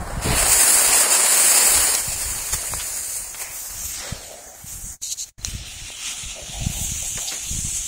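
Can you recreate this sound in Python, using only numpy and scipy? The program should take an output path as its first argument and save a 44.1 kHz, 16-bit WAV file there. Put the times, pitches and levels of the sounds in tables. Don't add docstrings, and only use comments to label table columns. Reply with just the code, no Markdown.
import sys
import numpy as np
from scipy import signal
from scipy.fft import rfft, irfft, dct, next_fast_len
from scipy.io import wavfile
from scipy.ndimage import uniform_filter1d

SR = 44100
rng = np.random.default_rng(int(sys.argv[2]) if len(sys.argv) > 2 else 0)


def unload_wav(signal):
    wavfile.write(
        sys.argv[1],
        SR,
        np.round(np.clip(np.atleast_2d(signal).T, -1, 1) * 32767).astype(np.int16),
    )


def invert_db(level):
    return 10 ** (np.asarray(level, dtype=float) / 20)


N = 347067
T = np.arange(N) / SR

# start/s, shut/s, held until/s, loss/dB
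COVER = [
    (4.94, 4.998, 5.008, -36),
    (5.29, 5.335, 5.374, -42),
]


def rms_one(x):
    return x / np.sqrt(np.mean(x ** 2) + 1e-20)


def in_time(rows):
    s, *columns = np.transpose(rows)
    return [np.interp(T, s, column) for column in columns]


def between_covers():
    return (T > COVER[0][1]) & (T < COVER[1][1])


def drift(rate):
    pole = np.exp(-80 * np.pi * rate / SR)
    white = rng.standard_normal(N // 40 + 2002)
    slow = signal.lfilter([1], [1, -2 * pole, pole * pole], white)[2000:]
    return np.interp(np.arange(N) / 40, np.arange(len(slow)), rms_one(slow))


def grit(per_s, spread_db, share):
    sizes = invert_db(spread_db * np.minimum(rng.exponential(1, N), 4)) * rng.choice([-1, 1], N)
    clicks = rms_one(sizes * (rng.random(N) < per_s / SR))
    share = np.clip(share, 0, 1)
    return np.sqrt(1 - share) * rng.standard_normal(N) + np.sqrt(share) * clicks


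def coloured(x, colour):
    size = next_fast_len(N)
    hz, level_db = np.transpose(colour)
    bins_hz = np.arange(size // 2 + 1) * SR / size
    shape = invert_db(np.interp(np.log(bins_hz + 1), np.log(hz), level_db))
    return rms_one(irfft(rfft(x, size) * shape, size)[:N])


def resonance(x, hz, t60_s):
    pole, w = invert_db(-60 / (t60_s * SR)), 2 * np.pi * hz / SR
    return signal.lfilter([0, np.sin(w)], [1, -2 * pole * np.cos(w), pole * pole], x + 1e-18)


def swell(start_s, length_s, rise):
    times_s = [start_s, start_s + rise * length_s, start_s + length_s * 0.72, start_s + length_s * 1.17]
    return np.interp(T, times_s, [0.013, 0.78, 0.39, 0.0029])


def spurting():
    # t/s, half width/s, gain/dB, brightening/dB
    spurts = [(0.45, 0.035, -4.5, -4), (0.52, 0.027, 2.5, 3), (0.91, 0.022, -2, -2), (1.072, 0.037, -6, -6),
              (1.16, 0.021, 1, -1.5), (1.212, 0.052, -3, -3.5), (2.538, 0.0093, 10, -2),
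              (3.411, 0.03, 6, -1.5), (3.47, 0.057, -1.5, -5.5), (3.57, .03, 1.5, 0),
              (3.9, 0.093, 2.5, 9.5), (4.06, 0.21, 5, -12.5), (4.26, 0.056, 4.5, 0.5),
              (4.37, 0.082, 1, -9.5), (4.89, 0.041, 3, -8), (5.64, 0.03, -3.5, -5), (5.68, 0.017, 4.5, 2.5),
              (6.088, 0.076, 7, -0.5), (6.42, 0.052, -0.5, 1), (6.83, 0.041, 2.5, 5.5),
              (7.4, 0.057, -3.5, -5.5), (7.47, 0.061, 2, 0)]
    gain_tilt_db = np.zeros((2, N))
    for s, width_s, gain_db, tilt_db in spurts:
        gain_tilt_db += np.exp(-((T - s) / width_s) ** 2) * np.array([[gain_db], [tilt_db]])
    return gain_tilt_db


def burning(colour, source, patchy_db, flutter_db, echo_hz, low_db, hollows):
    # t/s, flow as hiss/dB, body roar re hiss/dB
    torch = [(0.0, -44, -10.5), (0.215, -41, -2.5)]
    fuse = [(0.235, -28, -4), (0.33, -27, 0), (0.41, -16.5, -9), (0.52, -15, -10.5), (1.7, -15, -10.5),
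            (1.93, -19.5, -9.5), (2.04, -25, -11), (2.55, -28, -10.5), (3.17, -28, -15.5),
            (3.33, -37, -12.5), (3.6, -32.5, -13.5), (3.95, -35.5, -7.5), (4.2, -45.5, -6),
            (4.5, -43, -20), (4.63, -43, -13.5), (4.69, -35.5, -11), (4.92, -37, -28.5)]
    lull = [(5.02, -42.5, -26), (5.3, -44.5, -8), (5.39, -54, -10), (5.435, -47, -7)]
    jet = [(5.46, -34.5, -5), (5.6, -42, 1.5), (5.9, -38.5, -0.5), (6.1, -36.5, -2.5), (6.45, -37, -2.5),
           (6.8, -29.5, -7), (7.3, -29, -10), (7.87, -27.5, -12.5)]
    # t/s, top zone level/dB
    smoke = [(0, -7.5), (3.3, -7), (3.45, 1), (3.95, -7.5), (4.05, -1.5), (5.5, -8), (5.62, -11),
             (6.55, -17), (6.75, -10), (7.87, -15)]
    # t/s, lag/ms, strength/0-1
    echo = [(0, 0.43, 0.2), (2.0, .42, 0.3), (2.4, .44, 0.3), (3.3, 0.45, 0.35), (3.36, 0.19, 0.2),
            (4.12, 0.15, 0.3), (4.3, 0.306, 0.2), (5.5, 0.32, 0.31), (6.8, 0.3, 0.5), (7.87, 0.29, 0.4)]
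    # f/Hz, zone number (fractions shared by two zones)
    zone_map = [(1150, 0), (2500, 1), (4600, 1), (6000, 2), (10400, 2), (12500, 3)]
    low_tilt, mid_tilt, top_tilt = -1.28, -0.47, 0.82
    torch_roar_db, torch_off_s, torch_fade_s = -35, 1, 0.13
    street_db, street_fade_db_per_s = -50.5, 0.63

    bright_db, roar_db = in_time(torch + fuse + lull + jet)
    gain_db, tilt_db = spurting()
    bright_db = bright_db + gain_db
    top_db = in_time(smoke)[0] + top_tilt * tilt_db

    street = invert_db(street_db - street_fade_db_per_s * T - bright_db) * np.where(between_covers(), .4, 1)
    lighter_on = np.interp(T, [torch_off_s, torch_off_s + torch_fade_s], [1, 0])
    below = street + invert_db(torch_roar_db - bright_db) * lighter_on

    lag_ms, strength = in_time(echo)
    dull = signal.lfilter(*signal.butter(1, echo_hz, fs=SR), source)
    read_at = np.arange(N) - lag_ms * SR / 1000 + SR / (2 * np.pi * echo_hz)
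    source = source + strength * np.interp(read_at, np.arange(N), dull)

    size = next_fast_len(N)
    octave = np.log2(np.arange(size // 2 + 1) * SR / size + 1)
    spectrum = rfft(coloured(source, colour), size)
    hollow_db = sum(depth_db * np.exp(-((2 ** octave - hz) / width_hz) ** 2)
                    for hz, width_hz, depth_db in hollows)
    spectrum = spectrum * invert_db(hollow_db)

    zones = np.zeros((4, N))
    for centre in np.arange(7.67, 14.2, 1 / 3):
        window = np.cos(np.pi / 2 * np.clip(3 * (octave - centre), -1, 1)) ** 2
        band = irfft(spectrum * window, size)[:N]
        band *= invert_db(patchy_db * drift(7.9))
        place = np.interp(2 ** centre, *np.transpose(zone_map))
        for k in {int(place), int(np.ceil(place))}:
            zones[k] += band * (1 - abs(place - k))

    low, mid, bright, top = map(rms_one, zones)
    mix = np.hypot(invert_db(low_db + roar_db + low_tilt * tilt_db), below) * low
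    mix += invert_db(roar_db + mid_tilt * tilt_db) * mid
    mix += bright + invert_db(top_db) * top
    return invert_db(bright_db + flutter_db * (drift(42) + 1.4 * drift(60))) * mix


def gusting():
    gusts = [(0.0, 0.097, -30.5), (0.17, 0.0069, -22.5), (0.28, 0.024, -21.5), (0.38, 0.14, -28),
             (0.74, 0.011, -46), (0.88, 0.027, -38.5), (1.75, 0.088, -35), (2.08, 0.056, -30),
             (2.301, 0.017, -30.5), (2.541, 0.0093, -33), (2.74, 0.0064, -30), (2.96, 0.012, -44),
             (3.18, 0.039, -47), (3.42, 0.0089, -46), (3.77, .01, -40.5), (3.86, .1, -42), (4.12, .01, -43),
             (4.65, 0.1, -46.5), (4.8, 0.19, -39.5), (5.39, .01, -34), (5.55, 0.0085, -26),
             (5.66, 0.02, -42), (5.81, 0.033, -41), (6.25, .01, -37.5), (6.5, 0.11, -36), (6.65, .2, -31.5),
             (6.93, .01, -30), (7.0, 0.17, -38.5), (7.53, 0.036, -29), (7.68, 0.12, -38.5)]
    rise_db_per_s, fall_db_per_s, calm_db = 166, 141, -53
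    power = invert_db(2 * calm_db)
    for s, held_s, level_db in gusts:
        rise_db = rise_db_per_s * np.maximum(s - T, 0)
        fall_db = fall_db_per_s * np.maximum(T - s - held_s, 0)
        power = power + invert_db(2 * (level_db - rise_db - fall_db))
    return np.sqrt(power)


def wind():
    # f/Hz, level/dB per Hz
    wind_colour = [(12, -45), (20, 8.5), (65, 7.5), (190, -9), (255, -20), (334, -14.5), (372, -26),
                   (500, -25), (650, -27), (1100, -120)]
    # t/s, peak/dB
    thumps = [(0.172, -18), (0.22, -29), (0.248, -25), (0.259, -17), (0.29, -16), (0.307, -15),
              (2.079, -30), (2.529, -34), (2.547, -28.5), (2.721, -32), (4.124, -19.5), (4.643, -32),
              (4.865, -33.5), (5.392, -34), (5.483, -32), (5.549, -24), (6.237, -31), (6.619, -22),
              (6.635, -27), (6.667, -12.5), (6.699, -22.5), (6.813, -22), (6.846, -28), (6.918, -23),
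              (7.158, -27.5), (7.512, -24), (7.548, -26.5), (7.588, -22), (7.648, -22), (7.69, -35)]
    # start/s, length/s, level/dB, f/Hz
    moans = [
        (3.99, 0.28, -39.5, 583),
        (4.2, 0.092, -43, 680),
        (4.274, 0.21, -38, 650),
        (4.45, 0.15, -43.5, 700),
        (6.346, 0.13, -35.5, 658),
        (6.484, 0.31, -40, 732),
        (6.735, 0.15, -41, 783),
        (7.016, 0.062, -39.5, 703),
        (5.942, 0.59, -49, 1300),
        (7.178, 0.21, -41.5, 760),
    ]
    thump_hz = 177
    out = gusting() * invert_db(-1.5 + 3.94 * drift(25)) * coloured(rng.standard_normal(N), wind_colour)
    for s, peak_db in thumps:
        near = slice(int((s - .02) * SR), int((s + .03) * SR))
        cycle = (T[near] - s) * thump_hz - .4
        out[near] += invert_db(peak_db + 17) * cycle * np.exp(-6.5 * cycle ** 2)
    air = rng.standard_normal(N) * invert_db(1.3 * drift(54))
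    for s, length_s, level_db, hz in moans:
        tone = resonance(resonance(air, hz, .011), hz, .011)
        out += invert_db(level_db) * swell(s, length_s, 0.2) * rms_one(tone)
    return out


def scuffs():
    # start/s, length/s, level/dB, centre f/Hz, width/octaves
    strokes = [(0.23, 0.15, -24.5, 300, 1.4), (7.31, 0.075, -37, 390, 1.9), (3.36, .25, -37, 2200, 0.5),
               (2.533, 0.018, -18, 4000, 4.3), (2.736, 0.0055, -21.5, 1200, 3.2),
               (2.79, 0.039, -27, 2500, 2.5), (2.634, 0.021, -34, 620, 2.3),
               (3.346, 0.019, -34.5, 2100, 2.3), (6.69, 0.078, -44, 2500, 2.1),
               (7.171, 0.03, -27.5, 1100, 4.1), (7.274, 0.035, -22, 4500, 0.8),
               (7.309, 0.064, -27.5, 1500, 3.1)]
    out = np.zeros(N)
    grains = grit(1500, spread_db=-3.5, share=0.22)
    for s, length_s, level_db, hz, octaves in strokes:
        edges_hz = np.clip(hz * 2. 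** (np.array([-.5, .5]) * octaves), 50, .45 * SR)
        band = signal.butter(2, edges_hz, "band", fs=SR, output="sos")
        out += invert_db(level_db) * swell(s, length_s, 0.22) * rms_one(signal.sosfilt(band, grains))
    return out


def handling():
    # t/s, level/dB
    rub = [(5.004, -70), (5.018, -46), (5.032, -25), (5.1, -31), (5.122, -20), (5.139, -30), (5.148, -48),
           (5.168, -52), (5.178, -36), (5.202, -26), (5.236, -28.5), (5.255, -48), (5.3, -52),
               (5.32, -85)]
    # f/Hz, level/dB per Hz
    rub_colour = [(710, -83), (1200, -53), (1540, -60), (2200, -25.5), (3490, -16), (4150, -5), (4930, -15),
                  (6810, -0.5), (8450, -11.5), (13400, -24.5), (15800, -34)]
    # t/s, peak/dB, low-mode share/dB
    ticks = [
        (1.9513, 9.5, -7),
        (5.0177, -23, -14),
        (5.178, -30, -10),
        (5.4142, -27, 14),
        (5.4334, -35, -3),
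        (5.448, 7, -4.5),
    ]
    # f/Hz, level/dB, t60/s
    housing = [(4120, -6.5, 0.034), (5860, -0.5, 0.0082), (6520, 0, 0.0062), (2500, -43, .008),
               (12300, -21, .003), (4700, -15, 0.0057), (9600, -11, 0.0017), (15000, -27, .002)]
    stroke = invert_db(in_time([(5.0, -95)] + rub + [(5.378, -100)])[0])
    out = stroke * coloured(grit(2500, spread_db=4.5, share=0.45), rub_colour)
    s, peak_db, low_db = np.transpose(ticks)
    for hz, level_db, t60_s in housing:
        clicks = np.zeros(N)
        clicks[(s * SR).astype(int)] = invert_db(peak_db + level_db - 15.5 + low_db * (hz < 5000))
        out += resonance(clicks, hz, t60_s)
    return out


def knocks():
    # t/s, peak/dB, f/Hz
    cracks = [
        (2.533, -20, 2480),
        (2.63, -24, 650),
        (2.737, -13, 1010),
        (3.346, -17, 2480),
        (5.903, -24.5, 724),
        (7.175, -14.5, 2400),
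    ]
    out = np.zeros(N)
    for s, peak_db, hz in cracks:
        click = np.zeros(2000)
        click[0] = invert_db(peak_db)
        start = int(s * SR)
        out[start:start + 2000] += resonance(click, hz, 5.0 / hz)
    return out


def covering():
    resting_db, lift_s = -1, .008
    loss = resting_db * between_covers()
    for start, shut, until, loss_db in COVER:
        loss = loss + loss_db * np.interp(T, [start, shut, until, until + lift_s], [0, 1, 1, 0])
    return invert_db(loss)


def scene():
    # f/Hz, level/dB per Hz
    fuse_colour = [(250, -13), (550, -3), (1000, 0.5), (2300, -8.5), (4500, -8.5), (6000, -11.5),
                   (8200, -2.5), (9500, -5.5), (12500, -10.5), (15800, -4)]
    # f/Hz, level/dB per Hz
    jet_colour = [(250, -25.5), (500, -34), (750, -22.5), (1050, -26.5), (1350, -21), (2700, -14),
                  (3900, -15.5), (5200, -13.5), (6800, -8), (8500, -8.5), (11100, -22), (13000, -32),
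                  (15800, -29.5)]
    # f/Hz, half width/Hz, depth/dB
    fuse_hollows = [(3473, 550, -2.5), (5790, 450, -2), (11270, 530, -1.5)]
    # f/Hz, half width/Hz, depth/dB
    jet_hollows = [(4760, 460, -1.5), (10450, 600, -1)]
    lit = np.interp(T, [1.95, 2.1, 3.25, 3.9], [0, .25, .3, 1])
    fuse = burning(fuse_colour, grit(1800, spread_db=4.5, share=0.091), patchy_db=1.0, flutter_db=0.85,
                   echo_hz=6230, low_db=-2.0, hollows=fuse_hollows)
    jet = burning(jet_colour, grit(1200, spread_db=4.0, share=0.076), patchy_db=1.5, flutter_db=0.69,
                  echo_hz=6770, low_db=-15, hollows=jet_hollows)
    outside = np.sqrt(1 - lit) * fuse + np.sqrt(lit) * jet + wind() + scuffs() + knocks()
    mono = outside * covering() + handling()
    return np.array([mono, mono])


def thinned(x, step_db, uneven_db, from_hz):
    hop = 1024
    window = np.sin(np.pi * (np.arange(2 * hop) + .5) / (2 * hop))
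    padded = np.pad(x, (hop, 2 * hop))
    frames = np.lib.stride_tricks.sliding_window_view(padded, 2 * hop)[::hop] * window
    a, b, c, d = np.split(frames, 4, axis=1)
    lines = dct(np.hstack([-c[:, ::-1] - d, a - b[:, ::-1]]), type=4, norm="ortho")

    masking = np.sqrt(uniform_filter1d(lines ** 2, size=72, axis=1) + 1e-20)
    uneven = np.repeat(rng.standard_normal((len(lines), hop // 8)), 8, axis=1)
    lines_hz = np.arange(1, hop + 1) * SR / (2 * hop)
    finer_low = np.clip(lines_hz / from_hz, 1e-3, 1) ** 2.8
    step = masking * invert_db(step_db + uneven_db * uneven) * finer_low
    step[:, hop * 20000 // SR:] *= invert_db(1.0)

    sudden = np.abs(np.log((np.diff(a).std(1) + 1e-9) / (np.diff(d).std(1) + 1e-9))) > 1.7
    peaky = np.abs(frames).max(1) > 7 * frames.std(1)
    step[sudden | peaky] *= .05

    rounded = step * np.sign(lines) * np.floor(np.abs(lines) / step + .4)
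    first, second = np.split(dct(rounded, type=4, norm="ortho"), 2, axis=1)
    frames = np.hstack([second, -second[:, ::-1], -first[:, ::-1], -first]) * window
    return (frames[1:, :hop] + frames[:-1, hop:]).ravel()[:N]


def top_cut(x):
    return signal.sosfilt(signal.butter(12, 16400, fs=SR, output="sos"), x)


def record(dry):
    rounded = .85 * np.tanh(dry[0] / .85)
    thin = thinned(rounded, step_db=6.2, uneven_db=1.5, from_hz=2700)
    low_pass = signal.ellip(12, .5, 70, 15690, fs=SR, output="sos")
    cut = signal.sosfilt(low_pass, thin)
    return top_cut(np.array([cut, cut]))


dry = scene()
out = record(dry)
unload_wav(out)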